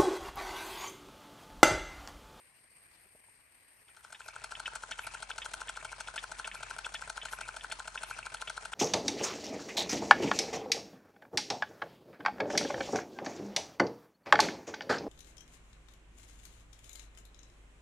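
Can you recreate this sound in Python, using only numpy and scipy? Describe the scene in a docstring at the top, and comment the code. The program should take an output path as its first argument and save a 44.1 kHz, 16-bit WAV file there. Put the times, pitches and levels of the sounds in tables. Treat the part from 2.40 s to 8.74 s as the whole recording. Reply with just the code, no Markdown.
"""A spirit flame is heard first, hissing and fluttering close by: bands of flickering noise with soft, dull puffs.
It fades over into a running tin toy hot-air engine on a table indoors, knocking twice a turn as its linkage
takes up play: each contact excites decaying modes of base plate, cylinder and linkage. Periodic pushes keep the
table humming, bearings and belt add noise, and a belt-driven toy mill to the right has a cam that lifts, rattles
and drops a small hammer, again modal, with rebounds. 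Feedback delays supply the room's reverberation."""
import sys
import numpy as np
from scipy import signal
from scipy.fft import rfft, irfft, next_fast_len
from scipy.io import wavfile

SR = 44100
rng = np.random.default_rng(int(sys.argv[2]) if len(sys.argv) > 2 else 0)


def put_to_file(sound):
    """Save the sound as 16-bit audio at rate SR, in the file named by the first command-line argument."""
    columns = np.atleast_2d(sound).T  # one column per channel
    safe = np.clip(columns, -1, 1)
    whole_steps = np.round(safe * 32767)
    wavfile.write(sys.argv[1], SR, whole_steps.astype(np.int16))


def volts_from_decibels(level):
    """Turn decibel levels (scalar or array-like) into linear amplitude factors."""
    exponent = np.asarray(level, float) / 20
    return 10 ** exponent


N = 279594


def rms_one(x):
    """Normalisation: scale a signal to unit root mean square."""
    return x / np.sqrt(np.mean(x ** 2) + 1e-20)


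def in_time(rows):
    """Linear interpolation: a two-column curve read at every sample."""
    return np.interp(np.arange(N) / SR, *np.transpose(rows))


def at_hz(points, hz):
    """Interpolation on a logarithmic frequency axis."""
    points_hz, values = np.array(points).T
    return np.interp(np.log(hz), np.log(points_hz + 1), values)


def drift(rate_hz):
    """Low-pass filtered chance: a random fluctuation of spread 1, weaker above its corner rate."""
    step = 40   # samples between computed points
    r = np.exp(-2 * np.pi * rate_hz * step / SR)
    noise = rng.standard_normal(N // step + 2002)
    slow = signal.lfilter([1], [1, -2 * r, r * r], noise)[2000:]   # drop the filter's start
    return np.interp(np.arange(N) / step, np.arange(len(slow)), rms_one(slow))


def clicks(s, size):
    """Impulsive excitation: single-sample impulses of given sizes at given times."""
    at = np.round(np.ravel(s) * SR).astype(int)
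    return np.bincount(at, np.ravel(size), N)[:N] + 1e-18


def ring(x, hz, t60):
    """Damped resonance: a unit click sets ringing a sine of initial height 1 that falls 60 dB in t60 seconds."""
    r, w = volts_from_decibels(-60 / (t60 * SR)), 2 * np.pi * hz / SR
    return signal.lfilter([0, np.sin(w)], [1, -2 * r * np.cos(w), r * r], x)


def struck(modes, s, db, spread_db, tilt_db=0):
    """Modal superposition: each blow excites every mode, with chance in level; tilt is in dB per octave."""
    middle_hz = np.median(modes, axis=0)[0]
    out = 0
    for k, (hz, mode_db, t60) in enumerate(modes):
        chance_db = spread_db * rng.standard_normal(np.shape(s))
        blow_db = db + mode_db + tilt_db * np.log2(hz / middle_hz) + chance_db
        # neighbouring modes start in opposite directions
        out = out + (-1) ** k * ring(clicks(s, volts_from_decibels(blow_db)), hz, t60)
    return out


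def coloured(x, spectrum):
    """Linear filtering: multiply the spectrum of a signal by a gain curve."""
    size = next_fast_len(N + 4096)
    hz = np.arange(size // 2 + 1) * SR / size
    return irfft(rfft(x, size) * volts_from_decibels(at_hz(spectrum, hz + 1)), size)[:, :N]


def banded_noise(spectrum, likeness, balance, patchy_db):
    """Partial coherence: third-octave stereo noise, each band with flicker, likeness and balance; rms 1."""
    out, together = 0, drift(60)
    edges = 25 * 2 ** (np.arange(28) / 3)
    white = rng.standard_normal((2, 2, N))
    for k, (low, high) in enumerate(zip(edges, edges[1:])):
        band = signal.butter(2, [low, high], "band", fs=SR, output="sos")
        mid, side = signal.sosfilt(band, white[k % 2])
        hz = np.sqrt(low * high)
        alike = np.clip(at_hz(likeness, hz), -1, 1)
        lean = at_hz(balance, hz) / 2
        flicker = volts_from_decibels(patchy_db * (together + 0.91 * drift(10.8)))
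        pair = np.sqrt(1 + alike) * mid + np.sqrt(1 - alike) * side * [[1], [-1]]
        out = out + flicker * volts_from_decibels([[lean], [-lean]]) * pair
    return rms_one(coloured(out, spectrum))


def room(x):
    """Reverberation by recirculation: eight feedback delays a side, very slightly duller on every round."""
    t60_s, wall_cut_hz = 0.3, 180000
    size = next_fast_len(N + SR)
    hz = np.arange(size // 2 + 1) * SR / size
    lag_s = rng.uniform(0.009, 0.019, (2, 8, 1))
    loop = volts_from_decibels(-60 * lag_s / t60_s) / (1 + 1j * hz / wall_cut_hz) * np.exp(-2j * np.pi * hz * lag_s)
    signs = (-1) ** np.arange(8)[:, None]
    response = (signs * loop / (1 - loop)).sum(axis=1)
    return irfft(rfft(x, size) * response, size)[:, :N]


# Level difference of the two microphone ports: f/Hz, left over right level/dB
PORT_DB = [(60, 2), (170, -1), (500, 1.5), (1460, 3.5), (4220, 5), (12200, 1)]
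# Phase difference of the ports: f/Hz, lead of the left phase/rad
PORT_LEAD = [(0, 0), (780, 0.6), (1810, 0.1), (3270, 1.0), (3960, 0.4), (6120, 0.5), (6800, -0.0),
             (7240, 1.0), (7670, 1.0), (8790, -0.3), (9820, -2.8), (10900, -3.5), (11600, -6.3),
             (12400, -6.3)]


def ports(x):
    """Interchannel level and phase: two microphone ports share the direct sound's differences equally."""
    size = next_fast_len(N + 4096)
    hz = np.arange(size // 2 + 1) * SR / size
    phase = 0.5 * np.interp(hz, *np.transpose(PORT_LEAD))
    half = volts_from_decibels(at_hz(PORT_DB, hz + 1) / 2) * np.exp(1j * phase)
    return irfft(rfft(x, size) * [half, 1 / half], size)[:, :N]


# Noise of bearings and belt: f/Hz, relative spectral level/dB
RUNNING = [(40, -42), (55, -4.5), (283, -19), (530, -14.5), (650, -11), (890, -6.5), (1150, -10),
           (1430, -2.5), (1970, -11), (4660, -18), (9500, -19.5), (10300, -25.5), (12500, -59)]
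# Its likeness between left and right: f/Hz, correlation/1
RUNNING_LIKENESS = [(60, 0.9), (170, 0.84), (500, 0.68), (1460, 0.21), (4220, 0.31), (12200, 0.28)]


def running_noise():
    """Broadband friction noise: bearings and belt as flickering bands of partly coherent noise."""
    return volts_from_decibels(-53) * banded_noise(RUNNING, RUNNING_LIKENESS, PORT_DB, patchy_db=3.0)


def table(out_s):
    """Periodically forced resonance: one push of the unbalanced flywheel a turn keeps the table top humming."""
    mode_hz, t60_s, after_s = 44.76, 3.3, 0.019
    s = out_s + after_s
    turn_s = s[1] - s[0]
    s = np.r_[s[0] - turn_s * np.arange(9, 0, -1), s]   # it was turning before it is heard
    pushes = clicks(s, volts_from_decibels(1.0 * rng.standard_normal(len(s))))
    hum = signal.lfilter([0.01], [1, -0.99], ring(pushes, mode_hz, t60_s))   # low-pass
    return volts_from_decibels(-62) * rms_one(hum)


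# Course of the flame's hiss: t/s, relative level/dB
FLAME_LEVEL = [(0.0, -64.5), (0.164, -65.5), (0.658, -64.5), (1.038, -66.5), (1.45, -65)]
# Colour of the hiss: f/Hz, relative level/dB
FLAME_HISS = [(30, 2), (90, 1), (200, -7), (540, -7), (990, -5.5), (1300, -7.5), (1900, 0), (2450, -2),
              (3500, -16), (4600, -11.5), (6700, -20.5), (7900, -13), (8650, 6), (9500, -12.5),
              (11000, -3.5), (12600, 4)]
# Likeness of left and right: f/Hz, correlation/1
FLAME_LIKENESS = [(60, 0.53), (170, 0.54), (500, 0.68), (1460, 0.18), (4220, 0.046), (12200, 0.31)]
# Balance of the hiss: f/Hz, left over right level/dB
FLAME_BALANCE = [(60, 1), (170, -1), (500, 4), (1460, 5), (4220, 9.5), (12200, -1.5)]
# Soft puffs of the flame: t/s, relative level/dB, f/Hz
PUFFS = [(0.118, -60.5, 980), (0.244, -59, 794), (0.359, -63, 549), (0.658, -60, 428), (0.75, -52, 570),
         (0.884, -57, 940), (0.992, -59, 996), (1.219, -61, 477), (1.289, -66, 630)]


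def flame():
    """Modulated noise and damped bursts: a fluttering hiss with soft puffs."""
    noise = banded_noise(FLAME_HISS, FLAME_LIKENESS, FLAME_BALANCE, patchy_db=1.5)
    out = volts_from_decibels(in_time(FLAME_LEVEL) + 5.5) * noise
    for s, db, hz in PUFFS:
        later_s = 0.00447 * rng.exponential(1, 8)   # a puff is eight clicks close together
        out = out + ring(clicks(s + later_s, np.full(8, volts_from_decibels(db - 6.5))), hz, 0.011)
    return out


# The cam catches the hammer arm, seats and drags it up, the pivot squeaking:
# t/s, relative catch level/dB, seat level/dB, squeak level/dB
CATCHES = [(1.746, -30, -38, -52), (2.519, -28.5, -31.5, -49.5), (3.2826, -30.5, -40, -79),
           (4.0443, -28, -33, -58), (4.815, -30.5, -37.5, -46.5), (5.5755, -28, -41, -51),
           (6.3344, -28.5, -40, -60)]
# Modes of the hammer arm: f/Hz, relative level/dB, t60/s
HAMMER_ARM = [(2260, 1, 0.029), (2427, 1, 0.024), (2637, 1.5, 0.027), (3000, -17, 0.022)]


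def lifting():
    """Stick-slip friction: uneven clicks on the cam ring the hammer arm and shake the wooden stand."""
    lift_db, quiet_db, waver_db = -54, -74, 1.5   # while the arm is dragged up; at rest; chance
    rise_s, hold_s, fade_s = 0.13, 0.093, 0.32
    shape_s = np.cumsum([0, rise_s, hold_s, fade_s])
    shape_db = [quiet_db, lift_db, lift_db, quiet_db]
    t = np.arange(N) / SR
    lifts_db = np.max([np.interp(t - row[0], shape_s, shape_db) for row in CATCHES], axis=0)
    level = volts_from_decibels(lifts_db + waver_db * drift(5.5))
    s = rng.uniform(0, N / SR, 1100)
    click_db = 4.0 * np.minimum(rng.exponential(1, s.shape), 2.5)
    arm = rms_one(struck(HAMMER_ARM, s, click_db, spread_db=4.0))
    stand = rms_one(ring(rng.standard_normal(N), 108.9, 0.26))
    return level * (volts_from_decibels(-1.0) * arm + volts_from_decibels(-13.0) * stand)


# The hammer falls, the cam having tripped it just before: t/s, relative blow level/dB, trip level/dB
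FALLS = [(1.4812, -24.5, -34), (2.257, -27.5, -30), (3.0182, -29.5, -32), (3.7778, -25.5, -35),
         (4.5505, -27.5, -29.5), (5.3138, -27.5, -34), (6.0737, -29.5, -41.5)]
# Kinds of mill blow: rebound relative level/dB, third rebound delay/ms, hardness/(dB per octave)
FALL = (-3, 8.0, -2.3)
TRIP = (-8, 7.5, 0.1)
CATCH = (-3, 8.0, -2)
SEAT = (-7.5, 9.1, -8)
# Rebounds of a blow: share of the third rebound's delay/1, relative level/dB
REBOUNDS = [(.4, -1.5), (0.699, -5.5), (1, -9.5), (1.4, -7.5), (1.699, -11)]
# Modes of the mill: f/Hz, relative level/dB, t60/s
MILL = [(1788, -2.5, 0.018), (2264, -1.5, 0.019), (2616, 2, 0.02), (3041, 1.5, 0.021), (3386, 1, 0.033),
        (3666, -6.5, 0.032), (5200, -16.5, 0.024)]


def mill():
    """Impact and rebound: blows excite the mill's modes, rebounds are brighter, and the pivot squeaks."""
    trip_ahead_s, seat_after_s, squeak_after_s, squeak_width_s = 0.1047, 0.07, 0.095, 0.044
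    blows = []
    for s, db, trip_db in FALLS:
        blows += [(s, db, *FALL), (s - trip_ahead_s, trip_db, *TRIP)]
    for s, db, seat_db, _ in CATCHES:
        blows += [(s, db, *CATCH), (s + seat_after_s, seat_db, *SEAT)]
    s, db, rebound_db, delay_ms, tilt_db = np.transpose(blows)[:, :, None]
    share, fall_db = np.transpose(REBOUNDS)
    jitter_ms = 0.3 * rng.standard_normal((len(s), len(share)))
    later = s + (share * delay_ms + jitter_ms) / 1000
    out = struck(MILL, s, db - 11.0, spread_db=3.0, tilt_db=tilt_db)
    rebounds_db = db + rebound_db + fall_db - 11.0
    out += struck(MILL, later, rebounds_db, spread_db=5.5, tilt_db=tilt_db + 1.5)
    t = np.arange(N) / SR - squeak_after_s
    whistle = rms_one(ring(rng.standard_normal(N), 11200, 0.01))
    swell = sum(volts_from_decibels(db) * np.exp(-(2 * (t - s) / squeak_width_s - 1) ** 2) for s, _, _, db in CATCHES)
    return out + whistle * swell


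# Modes of the linkage: f/Hz, relative level/dB, t60/s
LINKAGE = [(2120, -2, 0.014), (2437, -6, 0.026), (2756, -1.5, 0.013), (3166, 0, 0.014), (3510, -5, 0.02),
           (4020, -3.5, 0.018), (4260, -16.5, 0.14), (4370, -7, 0.038), (5083, -2, 0.0098),
           (5306, -4, 0.015), (5860, 1, 0.0086), (6160, -9, 0.035), (6610, -2.5, 0.013),
           (7244, -4.5, 0.025), (7750, -2.5, 0.019), (8250, -1.5, 0.014), (8840, -3.5, 0.015),
           (9150, 0.5, 0.012), (9860, 6.5, .012), (10950, -10, 0.0087)]


def loose_play():
    """Random impacts: loose pins tick at chance times all through the turn."""
    s = rng.uniform(0, N / SR, 1500)
    tick_db = -74.0 + 3.1 * np.minimum(rng.exponential(1, s.shape), 4)
    return struck(LINKAGE, s, tick_db, spread_db=5.0)


# Speed of the flywheel: t/s, rotation rate/(turns per s)
FLYWHEEL = [(1.4, 6.3789), (2, 6.3324), (3, 6.4221), (4, 6.3952), (6.4, 6.454)]
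# Back strokes that meet the play early: t/s, looseness/1
LOOSE = [(2.749, 1.01), (3.528, 1.01), (3.684, 0.45), (4.153, 0.96), (4.62, 0.5), (5.4, 0.66), (5.867, 0.7)]
# What full looseness adds: knock level/dB, tick level/dB, slack level/dB
LOOSE_DB = (-3.5, -2.5, 8)


def strokes(first_turn, shared_db):
    """Rotation integrated to phase: time, knock, tick and slack of the strokes at one crank angle, one a turn."""
    # chance in, and steady change of, knock, tick and slack: the knocks firm up as the engine runs
    spread_db, warming_db_per_s = (0.71, 1.2, 0.9), (0.33, -0.35, 0.5)
    jitter_ms, loose_late_ms = 0.3, 0.7
    t = np.arange(N) / SR
    turns = np.cumsum(in_time(FLYWHEEL) * (t >= FLYWHEEL[0][0])) / SR
    s = np.interp(np.arange(first_turn, turns[-1]), turns, t)
    loose = sum(share * (abs(s - when) < 0.02) for when, share in LOOSE)
    chance = rng.standard_normal((len(s), 4))
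    db = shared_db + np.outer(s - s.mean(), warming_db_per_s) + np.outer(loose, LOOSE_DB)
    db = db + chance[:, 1:] * spread_db
    late_ms = loose_late_ms * loose + jitter_ms * chance[:, 0]
    return np.c_[s + late_ms / 1000, db]


# Contacts within a back and an out stroke: t after the knock/ms, relative base plate level/dB,
# hardness/(dB per octave), cylinder level/dB, linkage level/dB, rub time/ms
BACK_CONTACTS = [(-20, -41, 3, -27, -2.5, 12), (-12, -11, 17.5, -24, 1.5, 1.2), (-6, -19, -5, -14, 7, 1.1),
                 (-1.72, -10, 0.5, -14, 1.5, 1.4), (0.5, -4.5, 9, 0.5, 0, 1.6)]
OUT_CONTACTS = [(-25, -6, -4, -9, -7, 3), (-16, -11, -6.5, -27, -16, 2), (-3.5, -11.5, 15, -20, 2, .9),
                (-0.43, -7, 18.5, -2.5, 2.5, 1.1), (1, -6, 15, -4, -5, 3.0), (5.5, -12, -5, -38, -9.5, 1.7)]
# Modes of base plate and cylinder: f/Hz, relative level/dB, t60/s
BASE_PLATE = [(162, -22.5, 0.054), (414, -18, 0.067), (639, -2.5, 0.035), (758, -4, 0.028),
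              (892.5, -2, 0.029), (1045.4, -13, 0.11)]
CYLINDER = [(1354, -0.5, 0.017), (1547, 1, 0.021), (1272, -25, 0.11), (1460, -30.5, 0.18),
            (1603, -37, 0.26)]


def engine(back, out):
    """Modal response to multiple impacts: the contacts of each stroke play base plate, cylinder and linkage."""
    firebox_hz, firebox_width_hz = 1555, 1100   # the air that the cylinder sounds through
    base, cylinder, linkage = 0, 0, 0
    for rows, contacts in ((back, BACK_CONTACTS), (out, OUT_CONTACTS)):
        s, knock_db, tick_db, slack_db = np.transpose(rows)[:, :, None]
        ms, base_db, tilt_db, cylinder_db, linkage_db, rub_ms = np.transpose(contacts)
        early = ms < -5   # slack taken up ahead of the knock
        jitter_ms = 0.35 * early * rng.standard_normal((len(s), len(ms)))
        at = s + (ms + jitter_ms) / 1000
        db = knock_db + slack_db * early
        base = base + struck(BASE_PLATE, at, db + base_db - 7.0, spread_db=1.46, tilt_db=tilt_db)
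        # metal chatters on metal: a contact is a run of tiny touches thinning out over the rub time
        touches = at[:, :, None] + rub_ms[:, None] / 1000 * rng.exponential(1, at.shape + (6,))
        # slack is taken up in three nudges; the later contacts strike the cylinder at one instant
        nudges = np.where(early[:, None], touches, at[:, :, None])[:, :, :3]
        # two close modes start in opposition: the knock swells, then cancels
        nudge_db = (db + cylinder_db + 3.8 * early)[:, :, None] - 9.5
        cylinder = cylinder + struck(CYLINDER, nudges, nudge_db, spread_db=2.0)
        touch_db = (db + tick_db + linkage_db)[:, :, None] - 13.5
        linkage = linkage + struck(LINKAGE, touches, touch_db, spread_db=4.0)
    edges = firebox_hz + np.array([-0.5, 0.5]) * firebox_width_hz
    return base + linkage + signal.lfilter(*signal.butter(1, edges, "band", fs=SR), cylinder)


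# What every stroke of a kind shares: relative knock level/dB, tick level over the knock/dB,
# level of slack taken up ahead/dB
BACK_STROKE = (-30, -17, -2.55)
OUT_STROKE = (-32.5, -8.5, -0.38)


def scene():
    """Superposition of direct and reverberant sound: flame, then engine, table and, to the right, the mill."""
    back_at, out_at = 0.5749, 1.078   # first strokes, in turns after the first flywheel row
    # the flame gives way to the running engine between these times
    fade = np.interp(np.arange(N) / SR, (1.446, 2.16), [0, 1])
    back, out = strokes(back_at, BACK_STROKE), strokes(out_at, OUT_STROKE)
    engine_sound = fade * (engine(back, out) + loose_play())
    mill_sound = fade * (mill() + lifting())
    direct = ports(engine_sound) + ports(mill_sound) * volts_from_decibels([[-1.5], [1.5]])
    reverberant = volts_from_decibels(-24) * room(engine_sound + mill_sound)
    hum = fade ** 2.5 * table(out[:, 0])
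    return direct + reverberant + fade * running_noise() + hum + (1 - fade) * flame()


def band_limit(x):
    """A steep low-pass at the top of the band."""
    return signal.sosfilt(signal.butter(12, 12810, fs=SR, output="sos"), x)


# Response of the microphone: f/Hz, level/dB
MICROPHONE = [(28, -16), (38, -1.5), (9500, 0.5), (10300, -9), (10900, 1), (11500, -11.5), (12300, -10.5),
              (13000, -20)]


def record(dry):
    """Transducer frequency response: a small microphone with dips near the top colours the mix."""
    mix = coloured(dry, MICROPHONE)
    return band_limit(mix)


dry = scene()
out = record(dry)
put_to_file(out)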